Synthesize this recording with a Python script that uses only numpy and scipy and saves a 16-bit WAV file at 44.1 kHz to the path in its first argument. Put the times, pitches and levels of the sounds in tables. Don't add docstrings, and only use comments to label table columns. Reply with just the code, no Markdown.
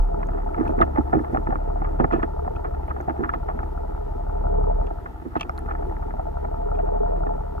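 import sys
import numpy as np
from scipy import signal
from scipy.fft import rfft, irfft
from scipy.io import wavfile
from scipy.ndimage import uniform_filter1d, minimum_filter1d

SR = 44100
rng = np.random.default_rng(int(sys.argv[2]) if len(sys.argv) > 2 else 0)


def unload_audio(sound):
    columns = np.transpose(np.atleast_2d(sound))
    steps = np.round(np.clip(columns, -1, 1) * 32767)
    wavfile.write(sys.argv[1], SR, steps.astype(np.int16))


N = 335160
CYCLE_S, FIRST_FIRING_S, CYLINDERS = .17293, .1429, 6

# time in seconds, firing tone in dB, thump in dB, contact in dB.
MOTOR_FADERS = [(0.0, -13, -51, 2.5), (0.12, -26.5, -31.5, 7), (0.45, -26, -34.5, 5), (0.6, -35, -35, 9),
                (0.8, -23.5, -29.5, 12), (1.0, -54.5, -27, 1), (1.2, -54, -32.5, 4.5),
                (1.4, -28, -33.5, 6.5), (1.85, -24.5, -30, 7.5), (2.4, -33.5, -30.5, 4.5),
                (2.8, -32.5, -30.5, 2.5), (3.1, -49, -35, 0), (3.4, -32, -32.5, 2.5), (4.15, -30.5, -33, 3),
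                (4.6, -21, -27.5, 15), (4.8, -22, -29.5, 10), (5.0, -38, -34.5, -7.5),
                (5.25, -59, -41.5, -29), (5.45, -43, -34, -9), (5.75, -29.5, -34.5, 2.5),
                (6.4, -33, -31, 4), (6.75, -25.5, -30, 12), (7.25, -25, -32.5, 12), (7.6, -37, -31.5, 0)]
# multiple of the engine cycle rate, relative level in dB.
ENGINE_ORDERS = [(1, -46), (2, -37), (3, -30), (4, -26), (5, -21), (6, 0), (7, -24), (8, -12), (9, -8),
                 (10, -23), (11, -21), (12, -4), (13, -19), (14, -29), (15, -18), (16, -24), (17, -27),
                 (18, -25), (19, -30), (20, -25), (21, -28), (22, -35), (23, -30), (24, -17), (25, -27),
                 (26, -31), (27, -40), (28, -30), (29, -29), (30, -17), (31, -38), (32, -33), (33, -35),
                 (36, -30)]
def engine_thump(waver_db=3.54, twist_db=-14, lead_s=.005):
    tone_db, thump_db, contact_db = curves(MOTOR_FADERS)
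    cycles = (np.arange(N) / SR - FIRST_FIRING_S + lead_s) / CYCLE_S
    tone = -np.sqrt(2) * amp(tone_db) * np.exp(2j * np.pi * CYLINDERS * cycles)
    knots = np.arange(0, N + SR, SR // 5)
    throb = 0
    for order, db in ENGINE_ORDERS:
        skew = -.07 if order < 18 else -.2
        phase = rng.random() if order % 3 and order % 4 else skew * (order / CYLINDERS - 1)
        waver = np.interp(np.arange(N), knots, rng.standard_normal(len(knots)))
        if order >= 24:
            db = db - 2 + .21 * contact_db
        if order != CYLINDERS:
            throb -= amp(db + waver_db * waver) * np.exp(2j * np.pi * (order * cycles + phase))
    throb = np.sqrt(2) * amp(thump_db) * unit_rms(throb)
    return sum(stereo(hum.real, amp(twist_db) * hum.imag) * pan(lean_db)
               for hum, lean_db in ((tone, -.5), (throb, 1.5)))


# relative drive in dB into each of the hull's four registers, low to high.
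CYLINDER_BLOWS = [(-5, -4, 0, 0), (-20, -8, -8, -12), (-1, -9, -4, -10), (-20, -6, -10, -14),
                  (-4, -2, -1, -8), (-20, -1, -4, -10), (-7, -8, -7, -12), (-20, -12, -9, -12),
                  (0, -9, -2, -9), (-20, -10, -10, -12), (-9, 0, -4, -8), (-20, -4, -8, -12)]
# pitch in Hz, width in Hz, push in dB, twist in dB, twist phase in radians.
HULL_MODES = [(243, 25, -6, -17, 1.4), (330, 60, -6, -16, 1.4), (418, 30, -10, 0, 1.2),
              (455, 35, -19, -3, 1.4), (560, 30, -25, -10, 1.4), (648, 40, -10, -4, 1.4),
              (700, 34, -3, 0, 1.4), (770, 90, -6, -13, 1.4), (886, 38, 0, -12, 1.4),
              (950, 60, -6, -18, 1.4), (1210, 130, -14, -24, 1.4), (1320, 130, -6, -26, 1.4)]
HULL_TOPS_HZ = [600, 800, 1000, 1500]
def engine_knock(rattle=.55, rattle_s=.007, jitter_s=.0002, steady_noise=.4):
    drive, t = np.zeros((4, N)), np.arange(800) / SR
    for cycle_start in np.arange(FIRST_FIRING_S - CYCLE_S, N / SR, CYCLE_S):
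        for k, db in enumerate(CYLINDER_BLOWS):
            uneven_db, late = rng.standard_normal(2)
            rattling = rng.standard_normal(len(t)) * np.exp(-t / rattle_s)
            blow = (1 - rattle) * (t == 0) + rattle * rattling / np.linalg.norm(rattling)
            start = cycle_start + k * CYCLE_S / len(CYLINDER_BLOWS) + jitter_s * late
            add(drive, start, amp(db)[:, None] * amp(uneven_db) * blow)
    drive = np.array([unit_rms(d) for d in drive]) + steady_noise * rng.standard_normal(N)
    hull_lowpass = signal.butter(6, HULL_TOPS_HZ[-1], fs=SR, output="sos")
    push, twist = signal.sosfilt(hull_lowpass, ring(drive, drive, HULL_MODES, HULL_TOPS_HZ))
    contact_db = curves(MOTOR_FADERS)[2]
    push_db, twist_db = -42.5 + .29 * contact_db, -37.5 + contact_db
    return stereo(amp(push_db) * unit_rms(push), amp(twist_db) * unit_rms(twist))


# pitch in Hz, width in Hz, push in dB, twist in dB, twist phase in radians.
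HOUSING_MODES = [(181, 75, -3.5, -8, 2.45), (251.2, 44.4, 1, -5, 3.62), (317.6, 59.5, 5.5, -17.5, 2.9),
                 (384, 79, -4, -10.5, 1.2), (553, 47, -9.5, -16.5, 2.8), (676.4, 51, -7, -3.5, 2.3),
                 (761, 150, 2, -1.5, 1.6), (1241, 272, 3, 4.5, 1.85), (1504, 190, -9, -9.5, 1.1),
                 (1747, 92, -4, -14.5, 1.9), (1880, 213, -8.5, -19, 1.6), (2580, 300, -6, -5.5, 1.6),
                 (3090, 250, -16, -7, 1.8), (4180, 660, -22, -40.5, 1.8), (5400, 1800, -29, -18.5, 1.8)]
HOUSING_TOPS_HZ = [450, 1000, 2300, 7000]
# time in seconds, length in seconds, drive in dB.
POLE_THUDS = [(0.582, 0.032, -17), (0.61, 0.0073, -12), (0.675, 0.014, -30), (0.695, 0.0071, -15.5),
              (0.781, 0.0087, -13), (0.808, 0.022, -9.5), (0.985, 0.017, -8.5), (1.133, 0.017, -16.5),
              (1.151, 0.031, -11), (1.168, 0.011, -12), (1.202, 0.0099, -21), (1.331, 0.011, -15.5),
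              (1.379, 0.009, -16), (1.47, 0.0066, -23), (1.489, 0.011, -17), (1.557, 0.01, -19.5),
              (1.677, 0.0065, -16.5), (1.816, 0.0051, -25), (2.003, 0.036, -12), (2.044, 0.0098, -11),
              (2.133, 0.035, -12.5), (2.184, 0.01, -18), (2.231, 0.01255, -15), (2.466, 0.0069, -19),
              (3.077, 0.0053, -15), (3.099, 0.011, -20.5), (3.192, 0.0062, -16), (3.209, 0.053, -19.5),
              (4.909, 0.0029, -18), (5.257, 0.019, -23.5), (5.362, 0.00634, -14.5), (7.204, 0.0079, -36),
              (7.269, 0.012, -21)]
# time in seconds, length in seconds, drive in dB, hardness in dB (higher is brighter).
POLE_RAPS = [(0.231, 0.0063, -28, 2.5), (0.287, 0.0059, -27.5, -8), (0.382, 0.0081, -30.5, -8),
             (0.545, 0.0065, -34.5, 9), (0.579, 0.018, -32.5, -5), (0.599, 0.0056, -34, 3),
             (0.61, 0.0082, -32, -2), (0.656, 0.013, -35, 5), (0.694, 0.00617, -22.5, -22),
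             (0.79, 0.01, -28.5, 1), (0.804, 0.008, -23, -10), (0.8163, 0.011, -16, 11),
             (0.822, 0.0092, -17, -4.5), (0.961, 0.0097, -22, -7), (0.975, 0.0092, -18.5, -16.5),
             (0.985, 0.017, -32, -9), (1.131, 0.016, -19.5, -10.5), (1.192, 0.008, -30.5, -2),
             (1.246, 0.0084, -40, 11.5), (1.348, 0.012, -20, -13.5), (1.371, 0.006, -28.5, 7),
             (1.47, 0.0073, -20.5, -10), (1.506, 0.015, -28, -9), (1.523, 0.011, -22, -17),
             (1.557, 0.0071, -39.5, 16), (1.82, 0.011, -26, -11), (1.846, 0.029, -34, 0.5),
             (2.0, 0.035, -21.5, -16), (2.043, 0.0093, -19.5, -4), (2.109, 0.012, -26, -6),
             (2.13, 0.041, -27.5, -3), (2.159, 0.0061, -27, -15), (2.197, 0.018, -37, 1),
             (2.231, 0.015, -20, -3.5), (2.447, 0.0056, -35, -5), (2.479, 0.0091, -26.5, -21),
             (2.649, 0.024, -28.5, -6), (2.881, 0.012, -32, -4), (2.908, 0.014, -27, -7),
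             (2.964, 0.0086, -32.5, -4), (3.004, 0.012, -29, -8), (3.082, 0.0086, -25, -26),
             (3.097, 0.012, -23.5, -9), (3.163, 0.0088, -35, -14), (3.239, 0.021, -29, 5.5),
             (3.293, 0.011, -32.5, 14), (3.338, 0.013, -22, -5), (3.491, 0.028, -27, -7.5),
             (3.59, 0.0069, -30, -3), (3.631, 0.0091, -29.5, -9), (4.877, 0.0097, -41, -4),
             (4.906, 0.0084, -30, -19), (5.061, 0.0095, -31.5, -1), (5.358, 0.015, -21.5, -6.5),
             (5.409, 0.008, -25.5, -10), (5.495, 0.006, -25.5, -1.5), (5.689, 0.014, -32.5, -3),
             (5.71, 0.017, -29.5, -2), (5.584, 0.0077, -42.5, 14), (5.752, 0.0063, -39.5, 10),
             (5.827, 0.0053, -42, 8), (5.896, 0.005, -39, 3), (5.966, 0.0041, -45, 8),
             (6.028, 0.005, -42, 7), (6.106, 0.0047, -40, 8), (6.138, 0.0091, -36, -20),
             (6.193, 0.01, -29, -20), (6.307, 0.0098, -46, -19), (6.448, 0.0095, -28.5, -11.5),
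             (6.793, 0.016, -31.5, -8), (6.952, 0.0068, -42, -11), (7.268, 0.011, -31.5, -7)]
# time in seconds, length in seconds, drive in dB.
POLE_HIGH_BUMPS = [(0.679, 0.03, -47), (0.82, 0.015, -37), (1.998, 0.02, -41.5), (2.127, 0.055, -39),
                   (2.227, 0.014, -40), (2.561, 0.0078, -42), (2.89, 0.019, -51.5), (3.091, 0.021, -47.5),
                   (3.293, 0.016, -55), (3.337, 0.022, -47), (4.869, 0.0064, -39.5), (5.368, 0.013, -46),
                   (5.376, 0.0092, -42), (5.398, 0.018, -36), (5.41, 0.0059, -17), (5.423, 0.0036, -32),
                   (5.43, 0.006, -30), (5.712, 0.015, -49), (6.753, 0.014, -50), (6.787, 0.013, -50)]
def pole_bumps(rise=.5, grit_db=3.5):
    thud_eq_db = np.array([0, -15, -27.5, -63])
    rap_eq_db, hardness_tilt = np.array([[-13, 0, 0, -35], [.24, -.38, .69, .6]])
    high_eq_db = np.array([-26, -20.5, -14, .5])
    thuds = [(s, length, db + thud_eq_db) for s, length, db in POLE_THUDS]
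    raps = [(s, length, db + rap_eq_db + hard * hardness_tilt) for s, length, db, hard in POLE_RAPS]
    scrapes = [(s, length, db + high_eq_db) for s, length, db in POLE_HIGH_BUMPS]
    push, twist = np.zeros((2, 4, N))
    for bumps, twist_db in ((thuds, 8), (raps, 7.5), (scrapes, -2.5)):
        for s, length, db in bumps:
            age = np.arange(-rise, 4, 1 / (length * SR))
            envelope = np.where(age < 0, (1 + age / rise) ** 2, np.exp(-2 * age))
            noise, grit = rng.standard_normal((2, 12000))[:, :len(age)]
            burst = envelope * noise * amp(grit_db * unit_rms(uniform_filter1d(grit, 60)))
            burst *= np.linalg.norm(envelope) / np.linalg.norm(burst)
            drive = amp(db)[:, None] * burst / np.sqrt(1 + amp(2 * twist_db))
            add(push, s - rise * length, drive)
            add(twist, s - rise * length, amp(twist_db) * drive)
    return stereo(*ring(push, twist, HOUSING_MODES, HOUSING_TOPS_HZ))


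# time in seconds, level in dB.
HANDLING_FADER = [(0.0, -45.5), (0.55, -34), (2.1, -41.5), (2.3, -45.5), (3.1, -40.5), (4.1, -46.5),
                  (4.6, -46.5), (5.8, -41), (6.2, -45.5), (7.2, -43), (7.6, -52.5)]
# frequency in Hz, relative level in dB.
RUMBLE_EQ = [(12, -27), (30, -44.5), (80, 16.5), (200, -3), (330, 10), (500, -1.5), (900, -48.5)]
def pole_handling(rumble_db=-1, lumps_db=3, scrape_db=-6, twist_db=4, scrapes_per_s=110):
    level_db, = curves(HANDLING_FADER)
    rumble = np.array([unit_rms(coloured(side, RUMBLE_EQ)) for side in noise_pair(alike=.4)])
    lumps = amp(lumps_db * unit_rms(uniform_filter1d(rng.standard_normal(N), 2500)))
    sizes = amp(2.8 * np.minimum(rng.exponential(1, N), 4))
    onsets = rng.random(N) < scrapes_per_s / SR
    envelope = signal.lfilter([1], [1, -.995], sizes * onsets)
    drive = envelope * rng.standard_normal(N) * amp([[-3], [-4], [-14], [-32]])
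    push, twist = ring(drive, drive, HOUSING_MODES, HOUSING_TOPS_HZ)
    scrapes = stereo(unit_rms(push), amp(twist_db) * unit_rms(twist))
    return amp(level_db) * (amp(rumble_db) * lumps * rumble + amp(scrape_db) * scrapes)


# start in seconds, level in dB, pitch in Hz, left minus right in dB.
BRIGHT_TICKS = [(0.2703, -51, 6540, -7), (0.68, -56, 10000, -5), (0.8133, -34, 3580, -1),
                (2.875, -59, 10000, 0), (3.011, -51.5, 6550, -12), (3.3438, -48, 3580, -2),
                (5.365, -53, 3800, -24), (5.41, -36, 3900, 3), (5.494, -47, 5400, -8),
                (5.5783, -38, 4170, 6), (5.5897, -42.5, 10100, -11)]
def ticks(snap_db=-8, snap_s=.00086, t60_s=.0078):
    out, t = np.zeros((2, N)), np.arange(3000) / SR
    for start, db, hz, lean_db in BRIGHT_TICKS:
        snap = amp(snap_db) * np.diff(rng.standard_normal((2, len(t) + 1))) * np.exp(-t / snap_s)
        ping = np.sin(2 * np.pi * hz * t) * amp(-60 * t / t60_s)
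        add(out, start, amp(db) * pan(lean_db) * (ping + snap))
    return out


# frequency in Hz, relative level in dB.
WASH_EQ = [(700, -26), (1300, -6), (1900, -6), (2300, -15), (3200, -18.5), (4500, -23), (7000, -42)]
def water_wash(level_db=-60.5):
    return amp(level_db) * unit_rms(coloured(noise_pair(alike=-.2), WASH_EQ))


# frequency in Hz, relative level in dB.
HISS_EQ = [(1500, -14), (3000, -27.5), (5000, -2), (9000, -5), (10000, -5.5), (12500, -1), (15500, -5)]
def microphone_hiss(level_db=-70.5):
    return amp(level_db) * unit_rms(coloured(noise_pair(alike=.45), HISS_EQ))


def ring(push_drive, twist_drive, modes, tops_hz):
    muffles = [signal.butter(2, 1.2 * top, fs=SR, output="sos") for top in tops_hz]
    push_drive = [signal.sosfilt(m, d) for m, d in zip(muffles, push_drive)]
    twist_drive = [signal.sosfilt(m, d) for m, d in zip(muffles, twist_drive)]
    push, twist = np.zeros((2, N))
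    for hz, width, push_db, twist_db, phase in modes:
        register = np.searchsorted(tops_hz, hz)
        radius = np.exp(-np.pi * 1.55 * width / SR)
        pole = [1, -radius * np.exp(2j * np.pi * hz / SR)]
        resonator = np.convolve(pole, pole)
        gain = np.sqrt(2 * (1 - radius ** 2) ** 3 / (1 + radius ** 2))
        gain *= (-1) ** register
        pushed, twisted = signal.lfilter([1], resonator, [push_drive[register], twist_drive[register]])
        push += amp(push_db) * gain * pushed.real
        twist += amp(twist_db) * gain * (np.exp(1j * phase) * twisted).real
    return push, twist


def stereo(push, twist):
    return np.array([push + twist, push - twist])


def pan(lean_db):
    return amp([[lean_db / 2], [-lean_db / 2]])


def noise_pair(alike):
    left, other = rng.standard_normal((2, N))
    return np.array([left, alike * left + np.sqrt(1 - alike ** 2) * other])


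def coloured(x, eq):
    hz, db = np.transpose(eq)
    bins_hz = np.fft.rfftfreq(N, 1 / SR)
    return irfft(rfft(x) * amp(np.interp(np.log(bins_hz + 1), np.log(hz + 1), db, left=-100)), N)


def curves(rows):
    s, *faders = np.transpose(rows)
    return [np.interp(np.arange(N) / SR, s, fader) for fader in faders]


def amp(db):
    return 10 ** (np.asarray(db, float) / 20)


def unit_rms(x):
    return x / np.sqrt(np.mean(abs(x) ** 2) + 1e-20)


def add(track, s, sound):
    part = track[..., max(round(s * SR), 0):][..., :sound.shape[-1]]
    part += sound[..., :part.shape[-1]]


def scene():
    bed = water_wash() + microphone_hiss()
    return engine_thump() + engine_knock() + pole_bumps() + pole_handling() + ticks() + bed


def record(dry, ceiling=.93, span_samples=221, cutoff_hz=15750):
    allowed = np.minimum(ceiling / (abs(dry).max(0) + 1e-9), 1)
    gain = uniform_filter1d(minimum_filter1d(allowed, span_samples), span_samples)
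    lowpass = signal.firwin(511, cutoff_hz, window=("kaiser", 9), fs=SR)
    return signal.oaconvolve(dry * gain, lowpass[None], "same")


dry = scene()
out = record(dry)
unload_audio(out)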